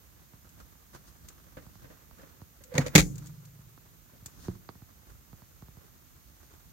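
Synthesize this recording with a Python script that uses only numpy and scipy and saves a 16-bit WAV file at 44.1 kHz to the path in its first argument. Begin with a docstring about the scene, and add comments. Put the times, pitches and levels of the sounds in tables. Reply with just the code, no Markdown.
"""Bison against a parked car

Heard from inside: an animal leans on the door. Its coat scrubs (noise in slow swells), the side mirror snaps
over with hard clacks (noise bursts and ringing tones), the door booms and a spring rings on (fading tones).
Around this: soft knocks (pulses falling in pitch), ticks, and the rustle and low rumble of a hand-held
camera (shaped noise), with a steady hiss and a thin electronic whine (two unsteady tones)."""
import sys
import numpy as np
from scipy import signal
from scipy.fft import rfft, irfft, next_fast_len
from scipy.io import wavfile
from scipy.ndimage import map_coordinates

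SR = 44100
rng = np.random.default_rng(int(sys.argv[2]) if len(sys.argv) > 2 else 0)


def inscribe(sig):
    """Save sig as 16-bit PCM at rate SR to the path in sys.argv[1].

    A 1-D sig is mono; a 2-D sig holds one channel per row.
    Samples are clipped to [-1, 1] before scaling.
    """
    pcm = np.round(np.clip(np.atleast_2d(sig).T, -1, 1) * 32767)
    wavfile.write(sys.argv[1], SR, pcm.astype(np.int16))


N = 296352  # length in samples


def amp(db):
    """Turn decibels into gain."""
    return 10 ** (np.asarray(db) / 20)


def unit(x):
    """Scale a signal to an rms of 1."""
    return x / np.sqrt(np.mean(x ** 2) + 1e-20)


def along(points, hz):
    """Read a curve of (frequency, value) points on a logarithmic frequency axis."""
    f, v = np.transpose(points)
    return np.interp(np.log(hz + 1), np.log(f + 1), v)


def wobble(rate):
    """Draw a smooth random curve with `rate` random points a second."""
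    return map_coordinates(rng.standard_normal(int(N * rate / SR) + 4), [np.arange(N) * rate / SR])


def filtered(x, response):
    """Colour a sound: multiply its spectrum by a response of frequency."""
    m = next_fast_len(N + 8192)
    spectrum = rfft(x, m) * response(np.fft.rfftfreq(m, 1 / SR))
    return irfft(spectrum, m)[..., :N]


# How alike left and right are. Columns: f/Hz, likeness (1 = the same, 0 = unrelated)
LIKENESS = [(100, 0.37), (300, 0.25), (550, 0.14), (1000, -0.092), (1500, -0.035), (3000, 0.015)]


def paired(noise):
    """Blend two unrelated signals into left and right: more alike in the bass than in the treble."""
    turn = lambda hz: np.arccos(np.clip(along(LIKENESS, hz), -1, 1)) / 2
    mid, side = filtered(noise, lambda hz: np.array([np.cos(turn(hz)), np.sin(turn(hz))]))
    return np.array([mid + side, mid - side])


def rush(spectrum):
    """Make coloured stereo noise with an rms of 1."""
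    noise = rng.standard_normal((2, N))
    coloured = filtered(noise, lambda hz: amp(along(spectrum, hz)))
    return unit(paired(coloured))


def add(track, s, sound):
    """Mix a sound into a track, starting at s seconds."""
    part = track[round(s * SR):][:len(sound)]
    part += sound[:len(part)]


def ring(modes, rise, pitch=1, length=1):
    """Fading tones set off by one contact; each builds up over `rise` cycles, so deep ones come last."""
    t = np.arange(int(length * SR)) / SR
    total = np.zeros(len(t))
    for hz, db, t60 in modes:
        envelope = amp(db - 60 * t / t60) * (1 - np.exp(-t * hz / rise))
        total += envelope * np.sin(2 * np.pi * hz * pitch * t)
    return total


def bursts(times, dbs, t60, rise, spectrum):
    """Many dense, quickly dying resonances, heard as a burst of noise at each contact."""
    power, t = np.zeros(N), np.arange(SR // 3) / SR
    for s, db, life in zip(times, dbs, t60 * np.ones(len(times))):
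        envelope = amp(db - 60 * t / life) * (1 - np.exp(-t / rise))
        add(power, s, envelope ** 2)
    return np.sqrt(power) * rush(spectrum)


def pushes(times, dbs, spectrum, lag):
    """One pulse per contact; each frequency lags `lag` cycles, so it falls in pitch like a knocked plate."""
    response = lambda hz: amp(along(spectrum, hz)) * np.exp(-2j * np.pi * lag * np.log(hz + 1))
    contacts = np.zeros((2, N))
    contacts[:, np.round(times * SR).astype(int)] = amp(dbs)
    peak = np.abs(irfft(response(np.fft.rfftfreq(SR, 1 / SR)))).max()
    return filtered(contacts, response) / peak


def swells(times, lengths, dbs, attack):
    """Gain of sliding: it rises for the share `attack` of its length, then dies; ends lie 10 dB down."""
    share = np.clip(attack, .05, .95).reshape(-1, 1)
    u = (np.arange(N) / SR - times[:, None]) / lengths[:, None]  # 0 at the loudest moment
    away = np.maximum(-u / share, u / (1 - share)).clip(0, 20)  # 1 at either end
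    return np.linalg.norm(amp(dbs[:, None] - 10 * away), axis=0)


# Thin electronic whine. Columns: f/Hz, left level/dB, right level/dB
WHINE_TONES = [(13440, -67.5, -88), (14170, -74, -65.5)]
# Colour of the hiss. Columns: f/Hz, level/dB
HISS_COLOUR = [(100, 6), (400, 4), (800, 1.5), (1400, 1), (3000, -1.5), (5000, -2), (6500, 0.5),
               (8000, -2.5), (9400, -4), (11000, -3), (15700, -1)]


def electronics():
    """Steady noise makes the hiss; tones whose pitch wanders slightly make the whine."""
    whine = 0
    for hz, left_db, right_db in WHINE_TONES:
        phase = 2 * np.pi * np.cumsum(hz + 9 * wobble(60)) / SR
        whine = whine + amp([[left_db], [right_db]]) * np.sin(phase)
    return whine + amp(-62.0) * rush(HISS_COLOUR)


# The hand shifts on the camera. Columns: t/s at the fastest, length/s, share of it spent rising,
# sleeve level/dB, skin level/dB
HAND_SHIFTS = [(0.601, 0.093, 0.33, -57.5, -72), (0.949, 0.039, 0.44, -54, -58),
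               (1.083, 0.043, 0.44, -60.5, -60), (1.255, 0.13, 0.52, -61, -68),
               (1.797, 0.73, 0.71, -62, -72), (2.225, 0.35, .35, -64, -79), (3.252, 0.31, 0.5, -65, -65),
               (4.475, 0.17, 0.7, -56, -59.5), (4.555, 0.027, .4, -55.5, -63), (5.1, 0.098, .5, -63.5, -76),
               (5.75, 0.24, 0.45, -68, -81), (6.45, 1, 0.43, -82, -71)]
# Colours of the rumble, the sleeve's cloth and the sliding skin. Columns: f/Hz, level/dB
RUMBLE_COLOUR = [(20, -20.5), (33, -17), (45, 6), (80, 2), (120, -1), (170, -3.5), (300, -13), (500, -30.5),
                 (1000, -42.5)]
CLOTH_COLOUR = [(40, -25), (150, -8.5), (300, 6), (550, 0.5), (800, -2), (1200, 1), (1600, -2), (2200, -10),
                (3200, -13), (6000, -12.5), (10000, -18), (16000, -29)]
SKIN_COLOUR = [(1500, -19), (3000, -6.5), (4500, 0.5), (6500, -0.5), (8000, -8.5), (9400, -2.5),
               (11000, -15), (16000, -20)]
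RESTING_RUMBLE_DB, RESTING_SLEEVE_DB, RESTING_SKIN_DB = -59.5, -68.5, -79  # a hand held still
SHAKE_DB = 6.5  # rumble of a moving hand against its sleeve


def handling():
    """Each hand shift swells a lumpy rumble, cloth rustling in tiny catches and the swish of sliding skin."""
    s, lengths, rising, sleeve_db, skin_db = np.transpose(HAND_SHIFTS)
    sleeve = swells(s, lengths, sleeve_db, rising)
    skin = swells(s, lengths, skin_db, rising)

    rumble_gain = np.hypot(amp(RESTING_RUMBLE_DB), amp(SHAKE_DB) * sleeve)
    rumble = rumble_gain * unit(amp(1.5 * wobble(18))) * rush(RUMBLE_COLOUR)

    # about 70 catches a second, of uneven strength, each dying away
    catches = (rng.random(N) < 70 / SR) * amp(4.9 * rng.standard_normal(N).clip(-2, 2))
    grain = unit(signal.lfilter([1], [1, -np.exp(-1 / (0.0097 * SR))], catches))
    rustle = np.hypot(amp(RESTING_SLEEVE_DB), sleeve) * unit(.7 + grain) * rush(CLOTH_COLOUR)

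    swish = np.hypot(amp(RESTING_SKIN_DB), skin) * unit(amp(2 * wobble(34))) * rush(SKIN_COLOUR)
    return rumble + rustle + swish


# Small plastic ticks. Columns: t/s, level/dB
TICK_TIMES = [(0.4903, -52.5), (1.2852, -39.5), (2.637, -43), (3.061, -48), (3.155, -45.5), (3.1802, -41.5),
              (3.259, -46.5), (3.269, -43), (3.4511, -49), (4.2593, -33.5)]
# Colour of a tick. Columns: f/Hz, level/dB
TICK_COLOUR = [(300, -48), (1500, -9.5), (3000, -9.5), (5000, -5.5), (7500, 2.5), (10000, -13.5),
               (16000, -8)]


def ticks():
    """Plastic parts tick as they settle: short, bright bursts."""
    return bursts(*np.transpose(TICK_TIMES), t60=0.042, rise=0.0011, spectrum=TICK_COLOUR)


# Soft knocks on the hand-held camera. Columns: t/s, thump level/dB, edge level/dB
CAMERA_KNOCKS = [(.335, -46, -58), (.949, -44, -58), (1.666, -43.5, -55), (1.755, -50.5, -55),
                 (2.111, -50, -53.5), (2.417, -40.5, -53), (3.59, -45.5, -65), (3.777, -51, -55),
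                 (4.223, -44.5, -72), (4.259, -44.5, -52.5), (4.483, -27.5, -44.5), (4.553, -44.5, -61),
                 (4.69, -44, -38.5), (4.754, -46, -57), (4.82, -42, -56.5), (5.33, -41.5, -54),
                 (5.42, -47, -55), (5.623, -39.5, -53), (5.684, -46, -56), (5.77, -44, -57)]
# Colours of the hard edge, the tap and the low thump. Columns: f/Hz, level/dB
EDGE_COLOUR = [(150, -70), (400, -2), (700, 5), (1200, 4), (1800, -5.5), (3000, -16.5), (4600, -5.5),
               (6500, -34), (12000, -47)]
TAP_COLOUR = [(120, -14), (220, -3), (290, 5.5), (350, 6), (430, -0.5), (540, -10.5), (800, -10),
              (1800, -46), (5000, -87.5)]
THUMP_COLOUR = [(30, -24), (55, -1.5), (80, 1), (120, 5), (180, -0.5), (260, -10.5), (400, -47),
                (1500, -98)]
# The heaviest knock also rings the door's lining. Columns: f/Hz, level/dB, time to fade by 60 dB t/s
LINING_MODES = [(121.6, -35, 0.2), (176.2, -28.5, 0.14), (301, -34, 0.065), (357, -29.5, .055),
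                (414, -38, 0.034)]
TAP_DB, TAP_GROWS = -2, 0.68  # tap against thump for the hardest edge; dB of tap per dB of edge
EDGE_PAN_DB = -15.5  # left minus right
FAINT_THUMP_DB, FAINT_EDGE_DB, FAINT_SPREAD_DB = -56, -64.5, 3  # stray touches of the fingers


def knocks():
    """A hard edge, a tap, then a low thump; nearby trim scatters them. Faint touches fall at random."""
    chance = rng.random(size=(10, 3))
    faint_s = chance[:, 0] * (N - 1) / SR
    faint_db = [FAINT_THUMP_DB, FAINT_EDGE_DB] + FAINT_SPREAD_DB * (2 * chance[:, 1:] - 1)
    faint = np.column_stack([faint_s, faint_db])
    s, thump_db, edge_db = np.vstack([CAMERA_KNOCKS, faint]).T
    tap_db = thump_db + TAP_DB + TAP_GROWS * (edge_db - edge_db.max())

    lag = 1.05  # cycles
    edge = pushes(s, edge_db + np.array([[.5], [-.5]]) * EDGE_PAN_DB, EDGE_COLOUR, lag)
    body = pushes(s, thump_db, THUMP_COLOUR, lag) + pushes(s, tap_db, TAP_COLOUR, lag)
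    scattered_tap = amp(-0.5) * bursts(s, tap_db, t60=0.068, rise=0.0054, spectrum=TAP_COLOUR)
    scattered_edge = amp(-5) * bursts(s, edge_db, t60=0.048, rise=0.0026, spectrum=EDGE_COLOUR)
    lining = np.zeros(N)
    add(lining, s[np.argmax(thump_db)], ring(LINING_MODES, rise=1.36))
    return edge + body + scattered_tap + scattered_edge + lining


# The animal nudges the hollow door. Columns: t/s, level/dB
DOOR_NUDGES = [(.936, -54), (1.464, -53), (1.568, -37.5), (1.841, -44), (1.9, -46.5), (2.191, -47),
               (2.229, -46.5), (2.605, -51), (4.133, -53)]
# Colour of the hollow. Columns: f/Hz, level/dB
HOLLOW_COLOUR = [(50, -21), (110, -2), (160, 7), (230, -4), (300, 2.5), (390, -10.5), (540, 5),
                 (700, -13.5), (1300, -13), (1750, -9), (2300, -17.5), (3800, -25), (8000, -39)]


def nudges():
    """Light bumps sound the hollow of the door: dull, short bursts."""
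    return bursts(*np.transpose(DOOR_NUDGES), t60=0.11, rise=0.0029, spectrum=HOLLOW_COLOUR)


# The coat drags over the door. Columns: t/s at the firmest, length/s, level/dB
COAT_RUBS = [(1.93, .3, -63), (2.25, 0.22, -68), (2.775, .1, -36.5), (2.945, .055, -47)]
# The mirror's pivot gives way. Columns: t/s at the loudest, length/s, level/dB
PIVOT_SLIPS = [(2.711, .035, -56.5), (2.783, .06, -31), (2.87, .022, -37.5)]
# Colours of the fur and of the groaning pivot. Columns: f/Hz, level/dB
COAT_COLOUR = [(60, -16), (140, -2), (220, -5.5), (290, -2), (390, -12), (470, -0.5), (540, -4.5),
               (660, -11.5), (1200, -9.5), (1950, -9.5), (3000, -20.5), (6500, -24), (10000, -35.5),
               (16000, -35.5)]
PIVOT_COLOUR = [(100, -69), (300, -36.5), (440, -16.5), (490, 3), (530, -2), (590, -15), (800, -35),
                (1600, -42), (2000, -25.5), (2500, -44), (5000, -87)]


def coat():
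    """Fur drags over the door in uneven slips while the mirror's pivot groans under the load."""
    rub = swells(*np.transpose(COAT_RUBS), attack=.28)
    fur = rub * unit(amp(2.5 * wobble(70))) * rush(COAT_COLOUR)
    slip = swells(*np.transpose(PIVOT_SLIPS), attack=0.55)
    groan = slip * unit(amp(2 * wobble(62))) * rush(PIVOT_COLOUR)
    return fur + groan


# Blows on mirror and door. Columns: t/s, crack level/dB, boom level/dB, pitch factor of the door,
# time for the crack to fade by 60 dB t/s
MIRROR_BLOWS = [(2.7399, -42.5, -32, 1.05, .05), (2.751, -42.5, -21, 0.86, .05),
                (2.7796, -16.5, -21.5, .95, 0.029), (2.786, -36.5, -11.5, .86, .046),
                (2.863, -31.5, -35, .85, 0.068), (2.952, -6, -1, 1.0, .066),
                (2.9789, -11.5, -8.5, 1.03, 0.088), (2.991, -24.5, -18.5, 1.0, .06)]
# Ringing of door panel and cabin air; of the mirror housing; and of what only the hardest blow sets
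# swinging: cabin air (the two deepest) and the mirror's spring.
# Columns of all three: f/Hz, level/dB, time to fade by 60 dB t/s
DOOR_MODES = [(66, -25, 0.33), (124, -17, 0.2), (163.26, 2, 0.082), (185.3, -12, 0.12), (295.7, -7.5, .1),
              (362, -5, 0.043), (517, -22, 0.06), (826, -24, 0.087)]
HOUSING_MODES = [(1610, -17, 0.12), (1890, 5.5, 0.051), (2050, -12.5, 0.044), (2374, 5.5, 0.0093),
                 (4030, -6, 0.019), (4156, -12, 0.087), (4400, -16.5, 0.1), (4587, -12.5, 0.081),
                 (4450, -9.5, 0.022), (5297, -15, 0.16), (6175, -13.5, 0.093), (7050, -28, 0.18),
                 (7523, -16.5, 0.15), (9000, -26.5, 0.1)]
SWING_MODES = [(45, -15, .24), (64, -21, .22), (112, -39.5, 2.2), (138, -37, 1.8), (149.4, -42, 2.0),
               (163, -39, 1.9), (265, -48, .7)]
# Colours of the cracking mirror housing and the clattering door trim. Columns: f/Hz, level/dB
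SHELL_COLOUR = [(200, -40.5), (600, -13), (900, -3), (1300, -2.5), (1900, 3), (2300, 8), (2800, -2.5),
                (4000, 1.5), (5400, -3.5), (6700, 1.5), (8500, -8.5), (12000, -11), (16000, -15)]
CLATTER_COLOUR = [(40, -50), (120, -24.5), (220, -8), (310, -1), (410, -12.5), (510, 5), (580, -2),
                  (680, -10), (850, -10), (1100, -14), (3000, -72)]
CLATTER_DB, CLATTER_GROWS = -13.5, 0.52  # trim shaken by a 0 dB crack; dB of clatter per dB of crack
HOUSING_DB = -14.5  # the housing's ring against its crack
CRACK_RISE_S = .0008


def mirror():
    """Blows crack and ring the housing, shake the trim and boom the door; the hardest rings the spring."""
    s, crack_db, boom_db, _, t60 = np.transpose(MIRROR_BLOWS)
    body, housing = np.zeros(N), np.zeros((2, N))
    for start, crack, boom, pitch, _ in MIRROR_BLOWS:
        add(body, start, amp(boom) * ring(DOOR_MODES, rise=1.0, pitch=pitch))
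        for side in housing:  # each side hears the modes at new strengths and a slightly different time
            struck = [(hz, db + rng.normal(0, 3), life) for hz, db, life in HOUSING_MODES]
            sound = amp(crack + HOUSING_DB) * ring(struck, rise=0.9, length=.25)
            add(side, start + rng.uniform(0, 0.00037), sound)
    add(body, s[np.argmax(boom_db)], ring(SWING_MODES, rise=1.6, length=3))

    chatter = unit(amp(3.4 * wobble(350)))  # the plastic chatters
    cracks = bursts(s, crack_db, t60, CRACK_RISE_S, SHELL_COLOUR) * chatter
    clatter_db = CLATTER_DB + CLATTER_GROWS * crack_db
    clatter = bursts(s, clatter_db, t60=0.075, rise=.0015, spectrum=CLATTER_COLOUR)
    # everything leans a little to the left
    return (body + clatter) * amp([[.6], [-.6]]) + (cracks + housing) * amp([[1.3], [-1.3]])


# How long the cabin's echo lasts. Columns: f/Hz, time to fade by 60 dB t/s
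CABIN_FADE = [(60, 0.94), (200, 0.65), (1000, 0.15), (4000, 0.15), (6500, 0.35), (9000, 0.33), (15000, 0.3)]


def cabin(x):
    """The padded cabin's short reverberation: noise fading at its own speed in each frequency band."""
    hz, t, z = signal.stft(rng.standard_normal((2, SR // 2)), SR, nperseg=256)
    fade = amp(-60 * t / along(CABIN_FADE, hz)[:, None])
    tail = signal.istft(z * fade, SR, nperseg=256)[1]
    echo = signal.fftconvolve(x, tail / np.linalg.norm(tail[0]), axes=1)[:, :N]
    return paired(echo)


def scene():
    """Mix everything that sounds in and on the car; only the contacts reverberate."""
    contacts = mirror() + coat() + nudges() + knocks() + ticks()
    return contacts + amp(-17) * cabin(contacts) + handling() + electronics()


# Colour difference of the microphone ports. Columns: f/Hz, left minus right level/dB
PORT_COLOURS = [(100, -3.5), (300, -2), (600, -2), (1200, -7), (2200, -5), (3000, 0), (4000, 3.5),
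                (5200, -1), (6500, 12), (7300, 5.5), (8500, -4.5), (11000, -4.5), (15000, -8.5)]
TOP_HZ = 15850  # nothing is left from here up


def record(dry):
    """Each microphone port has its colour; deep bass is cut, peaks are rounded, the band ends steeply."""
    heard = filtered(dry, lambda hz: amp(np.outer([.5, -.5], along(PORT_COLOURS, hz))))
    heard = signal.sosfilt(signal.butter(4, 35, "highpass", fs=SR, output="sos"), heard)
    rounded = heard / (1 + np.abs(heard / .95) ** 6) ** (1 / 6)
    return filtered(rounded, lambda hz: hz < TOP_HZ)


dry = scene()
out = record(dry)
inscribe(out)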